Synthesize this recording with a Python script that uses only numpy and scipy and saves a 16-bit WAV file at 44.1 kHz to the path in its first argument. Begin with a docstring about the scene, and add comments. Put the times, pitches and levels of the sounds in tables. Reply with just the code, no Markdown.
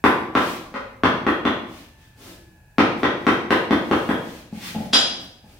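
"""In a bare concrete room, a hammer taps a floor tile down into wet cement in a quick run of knocks.
In the pause that follows, mortar is scraped smooth and a power tool whines faintly far away.
A second run of knocks, with more scraping, sounds duller as the tile settles into its bed.
At the end the hammer is laid down with soft bumps, and a steel tool clanks and rings on the floor.
A low rumble from outside and a faint hiss go on the whole time."""
import sys
import numpy as np
from scipy import signal
from scipy.fft import rfft, irfft
from scipy.io import wavfile

SR = 44100
rng = np.random.default_rng(int(sys.argv[2]) if len(sys.argv) > 2 else 0)


def master_out(mix):
    """Clip the mix to full scale and print it as 16-bit PCM to the path in sys.argv[1]."""
    frames = np.transpose(np.atleast_2d(mix))
    ceiling = np.clip(frames, -1, 1)
    pcm = np.round(ceiling * 32767).astype(np.int16)
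    wavfile.write(sys.argv[1], SR, pcm)


N = 246519
TIME = np.arange(N) / SR

# Hammer blows. Each row: start in seconds, level in dB, extra level of squeezed sand in dB.
KNOCKS = [(0.04, -4, 9), (0.352, -5.5, 2), (1.035, -5, -1.5), (1.266, -7.5, 1), (1.4524, -7.5, -5),
          (2.783, -3, -8), (3.032, -6, -8), (3.267, -4, 0), (3.506, -4, 4.5), (3.708, -5.5, 1),
          (3.912, -6, -2), (4.09, -9, 5)]
# The middle pitches of a knock's thud, body, clack and crack, in Hz.
COLOUR_HZ = [250, 550, 1200, 3500]
# The hammer head is rested on the tile. Each row: start in seconds, level in dB.
TOUCHES = [(0.733, -44), (0.741, -20.5), (0.752, -31.5)]
# Things are laid down. Each row: start in seconds, level in dB, extra level of hollow ring in dB.
BUMPS = [(4.527, -25.5, -14), (4.573, -34, -9.5), (4.748, -28.5, 3.5), (4.761, -20, -11),
         (4.803, -23.5, -11), (4.829, -30, -6.5), (5.44, -45.5, 0)]
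# A steel tool hits the floor. Each row: start in seconds, level in dB.
CLANKS = [(4.928, -19.5), (4.932, -3), (4.954, -19.5)]
# Mortar strokes. Each row: start in seconds, length in seconds, level in dB, extra level of rasp in dB.
STROKES = [(0.33, 0.25, -36.5, 1.5), (1.635, 0.22, -45.5, -1.5), (1.95, 0.13, -55, -0.5),
           (2.149, 0.2, -35, -17), (2.952, 0.07, -39, -13), (3.14, 0.22, -49.5, -4),
           (3.737, 0.48, -37.5, -23), (4.157, 0.28, -40.5, -5), (4.503, 0.13, -42, -2.5),
           (4.591, 0.12, -37.5, 6.5), (4.706, 0.2, -39.5, -9), (5.181, 0.059, -38.5, -12),
           (5.412, 0.19, -47, -13.5)]

# A spectrum says how strong a sound is at each pitch. Each row: pitch in Hz, level in dB.
TILE_SPECTRUM = [(25,-57.5), (45,-42), (70,-16), (100,-18), (150,-7.5), (215,-2.5), (310,0.5), (400,-8.5),
                 (700,-16.5), (1150,-11.5), (1900,-15.5), (2450,-23.5), (3500,-25.5), (4500,-36.5),
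                 (5900,-41), (7500,-52.5), (15000,-66.5)]   # a tile on its damp bed
SAND_SPECTRUM = [(2000, -51), (4000, 2), (5800, -8), (8000, 7), (14000, 2), (16000, -30)]   # grit under the tile
TOUCH_SPECTRUM = [(59, -42.5), (100, -47), (251, 3.5), (289, -10), (538, -8.5), (819, -16.5), (1180, -5),
                  (5280, -36), (12000, -60), (15600, -80), (22000, -120)]   # the hammer head settling
CLANK_SPECTRUM = [(60,-38), (250,5), (420,-5), (650,-4), (1050,-9), (1500,-3.5), (2200,-11), (3300,0),
                  (4100,-6), (5500,-4.5), (7000,-22.5), (8100,-33), (10100,-18.5), (11000,-49), (15200,-47)]   # steel cracking against concrete
SCRAPE_SPECTRUM = [(88, -29), (150, -26.5), (182, 11), (201, -13), (248, 1), (352, 1.5), (411, -10),
                   (561, -15), (1150, -21.5), (4480, -21.5), (15500, -32.5)]   # mortar being smoothed
RASP_SPECTRUM = [(600, -21), (1400, -17), (2200, -10.5), (3200, -13), (5000, -17.5), (12000, -27.5)]   # mortar under harder pressure
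AIR_SPECTRUM = [(15, -52), (25, -3.5), (116, -0.5), (297, -26), (666, -23.5), (848, -24), (945, -22),
                (1200, -37), (1710, -17), (2010, -35), (2560, -22.5), (3090, -36), (15500, -36.5)]   # background rumble and hiss

# Modes are the notes a struck thing rings at. Each row: pitch in Hz, level in dB, seconds to fade 60 dB.
FLOOR_MODES = [(75.3, -32, 0.81), (107.6, -28.5, 0.75), (216.5, -22, 0.6), (256.4, -19, 0.51),
               (326.1, -14, 0.34), (398.6, -28.5, 0.59), (415.5, -25, 0.48), (478, -24.5, 0.72),
               (525, -31.5, 0.56), (789.6, -21, 0.25), (1540, -21.5, 0.057)]   # the floor slab booms
LOOSE_TILE_MODES = [(912, -29.5, 0.65), (1026, -30.5, 0.71), (1030, -23, 0.72), (1157, -21, 0.67),
                    (1190, -43, 0.42)]   # a tile not yet bedded down rings hollow
PING_MODES = [(2813, -35.5, 0.047), (3248, -31.5, 0.086), (3350, -24, 0.019), (3600, -44.5, 0.09),
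              (3680, -45, 0.061)]   # the hammer pings on the glaze
BUMP_MODES = [(209, 7.5, 0.054), (273, -29, 0.011)]   # the low thud of a bump
HOLLOW_MODES = [(480, -4.5, 0.046), (600, -6.5, 0.093), (706, 5, 0.011), (858, -4, 0.067)]   # the hollow ring of a bump
STEEL_MODES = [(2830, -27, .6), (3200, -23, .45), (3292, -16, .6), (3376, -15, .62), (3887, -13, .6),
               (4810, -17, .35), (4903, -12, .6), (5453, -24, .35), (7100, -25, .3), (7191, -21, .47),
               (8780, -31, .42), (12050, -40, .25), (13400, -37, .28), (13590, -38, .3), (14330, -41, .2)]   # the steel's ring, heard directly and fading slowly

# The tones in the motor's whine. Each row: multiple of the lowest pitch, level in dB.
WHINE_TONES = [(1, -3), (2, 2), (3, -17)]
# How long the room rings on. Each row: pitch in Hz, seconds to fade 60 dB.
ROOM_FADE = [(80, 0.9), (250, 0.79), (600, 0.73), (1500, 0.57), (4000, 0.61), (8000, 0.59), (15000, 0.47)]
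# How loud the room rings. Each row: pitch in Hz, level in dB above the direct sound.
ROOM_LEVEL = [(60, 9), (130, 4.5), (250, 1), (600, 9.5), (1200, 10.5), (3500, 11), (8000, 9.5), (15000, 13)]
# Echoes from the near walls. Each row: delay in seconds, level in dB.
WALL_ECHOES = [(.0045, -10.5), (.0195, -5.5), (.0228, -3), (.0305, -11)]
# How alike the two ears hear. Each row: pitch in Hz, likeness (1 is the same, 0 is unrelated).
EAR_LIKENESS = [(100, .99), (250, 0.94), (500, 0.76), (1000, 0.4), (2000, -0.033), (4000, 0.012),
                (8000, -0.085)]


def hammer_knocks(room, blow_db=3.5, boom_db=-1.4, ping_db=-7, sand_level_db=-48.5, sand_fade_s=0.011):
    """Each blow is a dull hit that rings tile and floor and squeezes sand; the tile slowly beds down."""
    tile_peak = np.abs(pulse(TILE_SPECTRUM)).max()
    blows, boom, ring, sand = np.zeros((4, N + SR))
    body_db, usual_blow_db = 1.9, -4.5
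    for blow_number, (start, db, sand_db) in enumerate(KNOCKS):
        clack_db = 2.5 - 0.39 * blow_number   # the tile clacks less as it beds down
        ring_db = 5.5 - 3 * blow_number   # and its hollow ring is choked
        crack_db = 1.35 * (db - usual_blow_db)   # a harder blow cracks brighter
        colour_db = np.array([0, body_db, clack_db, crack_db]) + rng.standard_normal(len(COLOUR_HZ))
        spot = list(zip(COLOUR_HZ, colour_db))   # every spot struck sounds slightly different
        hit = np.convolve(pulse(TILE_SPECTRUM, spot), crunch(grit_db=-8.5, grit_fade_s=0.0054))
        blow = plate_smear(hit, width_hz=510, count=7) / tile_peak
        seating = 1 + 0.00713 * rng.standard_normal()   # each blow shifts the tile, and so its pitch
        ping = ringing(varied(PING_MODES, scatter_db=3.0), seating)
        slab = signal.fftconvolve(pulse(spot), ringing(varied(FLOOR_MODES, scatter_db=1.6)))[:SR]
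        at = round(start * SR)
        blows[at:at + len(blow)] -= from_db(db + blow_db) * blow
        blows[at:at + SR] += from_db(ping_db) * ping   # alike under light and hard blows
        boom[at:at + SR] += from_db(db + boom_db) * slab
        ring[at:at + SR] += from_db(db + ring_db) * ringing(LOOSE_TILE_MODES, seating)
        sand[at:at + SR] += from_db(db + sand_db + sand_level_db) * np.exp(-TIME[:SR] / sand_fade_s)
    fizz = coloured(sand[:N] * rng.standard_normal(N), SAND_SPECTRUM)
    return convolve(blows[:N] + fizz, room) + ring[:N] + boom[:N]


def crunch(grit_db, grit_fade_s, rise_s=0.00015):
    """A click, then a quick swell of crushed sand that is never twice the same."""
    t = TIME[:SR // 20]
    grit = rng.standard_normal(len(t)) * np.exp(-t / grit_fade_s) * (1 - np.exp(-t / rise_s))
    return signal.unit_impulse(len(t)) + from_db(grit_db) * unit_energy(grit)


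def plate_smear(sound, width_hz, count):
    """Each pitch crosses a plate at its own speed, so a click is smeared but keeps its colour."""
    radius = np.exp(-np.pi * width_hz / SR)
    for hz in (np.arange(count) + rng.random(count)) * 9000 / count:
        poles = np.array([1, -2 * radius * np.cos(2 * np.pi * hz / SR), radius * radius])
        sound = signal.lfilter(poles[::-1], poles, sound)   # delays the pitches near hz
    return sound


def varied(modes, scatter_db):
    """Each spot struck makes some notes louder and others softer."""
    return np.array(modes) + scatter_db * rng.standard_normal((len(modes), 1)) * np.array([0, 1, 0])


def steel_clank(room, crack_db=6.0, ring_db=0.5):
    """Steel meets concrete: a hard crack and a bright ring."""
    crack = plate_smear(short_hits(CLANKS, CLANK_SPECTRUM), width_hz=125, count=24)
    ring = convolve(clicks(*np.transpose(CLANKS)), steel_ring())
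    return from_db(crack_db) * convolve(crack, room) + from_db(ring_db) * ring


def steel_ring(swell_s=0.0054, twin_db=-5):
    """Each note wobbles against a weaker twin close in pitch, differently at each ear."""
    t, ring = TIME[:SR], np.zeros((2, SR))
    for hz, db, fade_s in STEEL_MODES:
        phase = 2 * np.pi * rng.random() + np.array([[0], [np.pi / 2]])
        note = np.sin(2 * np.pi * hz * t + phase)   # standing waves put the ears out of step
        twin_hz = hz + rng.uniform(8, 24, (2, 1)) * rng.choice([-1, 1], (2, 1))
        twin = np.sin(2 * np.pi * (twin_hz * t + rng.random((2, 1))))
        ring += from_db(db - 60 * t / fade_s) * (note + from_db(twin_db) * twin)
    return ring * (1 - np.exp(-t / swell_s))


def soft_bumps():
    """Things laid down thud softly, some with a hollow ring; they are too small to make deep bass."""
    starts, db, hollow_db = np.transpose(BUMPS)
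    thud = convolve(clicks(starts, db), ringing(BUMP_MODES))
    hollow = convolve(clicks(starts, db + hollow_db), ringing(HOLLOW_MODES))
    return signal.sosfilt(signal.butter(2, 120, "high", fs=SR, output="sos"), thud + hollow)


def hammer_rest():
    """The hammer head settles on a sandy tile with a dull scuff."""
    return convolve(short_hits(TOUCHES, TOUCH_SPECTRUM), crunch(grit_db=4.0, grit_fade_s=0.018))


def mortar_scraping(level_db=-11.5, grain_db=2.5):
    """Sand grains slide under each stroke; pressing harder adds a rasp."""
    slide, rasp = np.zeros((2, N))
    for start, length, db, rasp_db in STROKES:
        speed = np.sin(np.pi * np.clip((TIME - start) / length, 0, 1))
        slide += from_db(db) * speed
        rasp += from_db(db + rasp_db) * speed
    spiky_noise = rng.standard_normal((2, N)) * from_db(grain_db * rng.exponential(1, (2, N)))
    grains = np.sqrt(N) * unit_energy(spiky_noise)
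    scrape = coloured(slide * grains[0], SCRAPE_SPECTRUM) + coloured(rasp * grains[1], RASP_SPECTRUM)
    return from_db(level_db) * scrape


def power_tool(start_s=1.4, length_s=1.5, fade_s=0.21, pitch_hz=903, sag_hz_per_s=44, level_db=-67):
    """A far motor fades in, sinks slowly in pitch under load and fades out."""
    age = TIME - start_s
    phase = 2 * np.pi * np.cumsum(pitch_hz - sag_hz_per_s * age) / SR
    flutter_db = np.interp(TIME, np.linspace(0, TIME[-1], 100), rng.standard_normal(100))
    fade = np.clip(np.minimum(age, length_s - age) / fade_s, 0, 1)
    whine = sum(from_db(db) * np.sin(multiple * phase) for multiple, db in WHINE_TONES)
    return from_db(level_db + flutter_db) * fade * np.sqrt(2) * whine


def room_response(build_s=0.0076, left_db=1.0, far_ear_db=-2.0):
    """A click in the room: the direct sound, echoes off near walls, and a wash that dies band by band."""
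    t, response = TIME[:SR], np.zeros((2, SR))
    hz, noise = stereo_noise(SR)
    edges_hz = np.geomspace(30, 17000, 28)
    for low, high in zip(edges_hz, edges_hz[1:]):
        centre = np.sqrt(low * high)
        fade = from_db(-60 * t / at_hz(ROOM_FADE, centre)) * (1 - np.exp(-t / build_s))
        band = unit_energy(irfft(noise * ((hz >= low) & (hz < high)), SR) * fade)
        response += band * np.sqrt(2 * (high - low) / SR) * from_db(at_hz(ROOM_LEVEL, centre))
    response[:, 0] += from_db([0, far_ear_db])   # the direct sound
    for k, (delay, db) in enumerate(WALL_ECHOES):
        at, first_ear = round(delay * SR), k % 2
        response[first_ear, at] += from_db(db)
        response[1 - first_ear, at + rng.integers(2, 9)] += from_db(db)
    return response * from_db([[left_db / 2], [-left_db / 2]])


def background_air(level_db=-52):
    """Low rumble from outside and a faint hiss."""
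    _, noise = stereo_noise(N)
    return from_db(level_db) * coloured(irfft(noise, N), AIR_SPECTRUM)


def stereo_noise(size):
    """Pitches and spectra of left and right noise, alike in the bass and unrelated in the treble."""
    hz = np.fft.rfftfreq(size, 1 / SR)
    shared, opposite = np.exp(2j * np.pi * rng.random((2, len(hz))))
    alike = np.clip(at_hz(EAR_LIKENESS, hz), -1, 1)
    ears = np.sqrt(1 + alike) * shared + np.sqrt(1 - alike) * opposite * np.array([[1], [-1]])
    return hz, np.sqrt(size / 2) * ears


def ringing(modes, pitch_ratio=1):
    """The fading notes of a struck thing; every other one starts by swinging the opposite way."""
    t = TIME[:SR]
    return sum((-1) ** k * from_db(db - 60 * t / fade_s) * np.sin(2 * np.pi * hz * pitch_ratio * t)
               for k, (hz, db, fade_s) in enumerate(modes))


def short_hits(events, spectrum):
    """Short hits with no echo, all of one tone colour."""
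    shape = pulse(spectrum)
    return convolve(clicks(*np.transpose(events)), shape / np.abs(shape).max())


def clicks(times, levels_db):
    """One click for each contact."""
    track = np.zeros(N)
    track[np.round(np.asarray(times) * SR).astype(int)] = from_db(levels_db)
    return track


def pulse(*spectra, size=4096):
    """The shortest tap whose spectrum is these dB curves added together."""
    hz = np.fft.rfftfreq(size, 1 / SR)
    gain = from_db(sum(at_hz(spectrum, hz) for spectrum in spectra))
    cepstrum = irfft(np.log(gain))   # folding this onto its first half packs the sound at the start
    cepstrum[1:size // 2] *= 2
    cepstrum[size // 2 + 1:] = 0
    return irfft(np.exp(rfft(cepstrum)))


def coloured(noise, spectrum):
    """Give noise the tone colour of a spectrum."""
    return convolve(noise, unit_energy(pulse(spectrum)))


def convolve(sound, response):
    """Pass a sound through a response, such as a room's, in mono or stereo."""
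    return signal.fftconvolve(np.atleast_2d(sound), np.atleast_2d(response), axes=1)[:, :N]


def at_hz(table, hz):
    """Read between the rows of a pitch table, giving every octave equal space."""
    pitches, values = np.transpose(table)
    return np.interp(np.log(np.maximum(hz, 1)), np.log(pitches), values)


def unit_energy(sound):
    """Scale a sound so that its squared samples add up to one in an average channel."""
    return sound / np.sqrt(np.mean(np.sum(sound ** 2, axis=-1)) + 1e-20)


def from_db(db):
    """Turn decibels into a number to multiply by."""
    return 10 ** (np.asarray(db) / 20)


def scene(bump_room_db=-6.0, bump_near_db=-11):
    """The tiling work shares one bare room; the bumps are nearest, so more of them arrives directly."""
    room, bumps = room_response(), soft_bumps()
    small_sounds = convolve(hammer_rest() + from_db(bump_room_db) * bumps + mortar_scraping(), room)
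    work = hammer_knocks(room) + steel_clank(room) + small_sounds + from_db(bump_near_db) * bumps
    return work + power_tool() + background_air()


def record(dry, cutoff_hz=15800):
    """Round off the loudest peaks and cut the highest treble."""
    rounded = dry / (1 + dry ** 6) ** (1 / 6)
    return signal.sosfilt(signal.ellip(10, .1, 80, cutoff_hz, fs=SR, output="sos"), rounded)


dry = scene()
out = record(dry)
master_out(out)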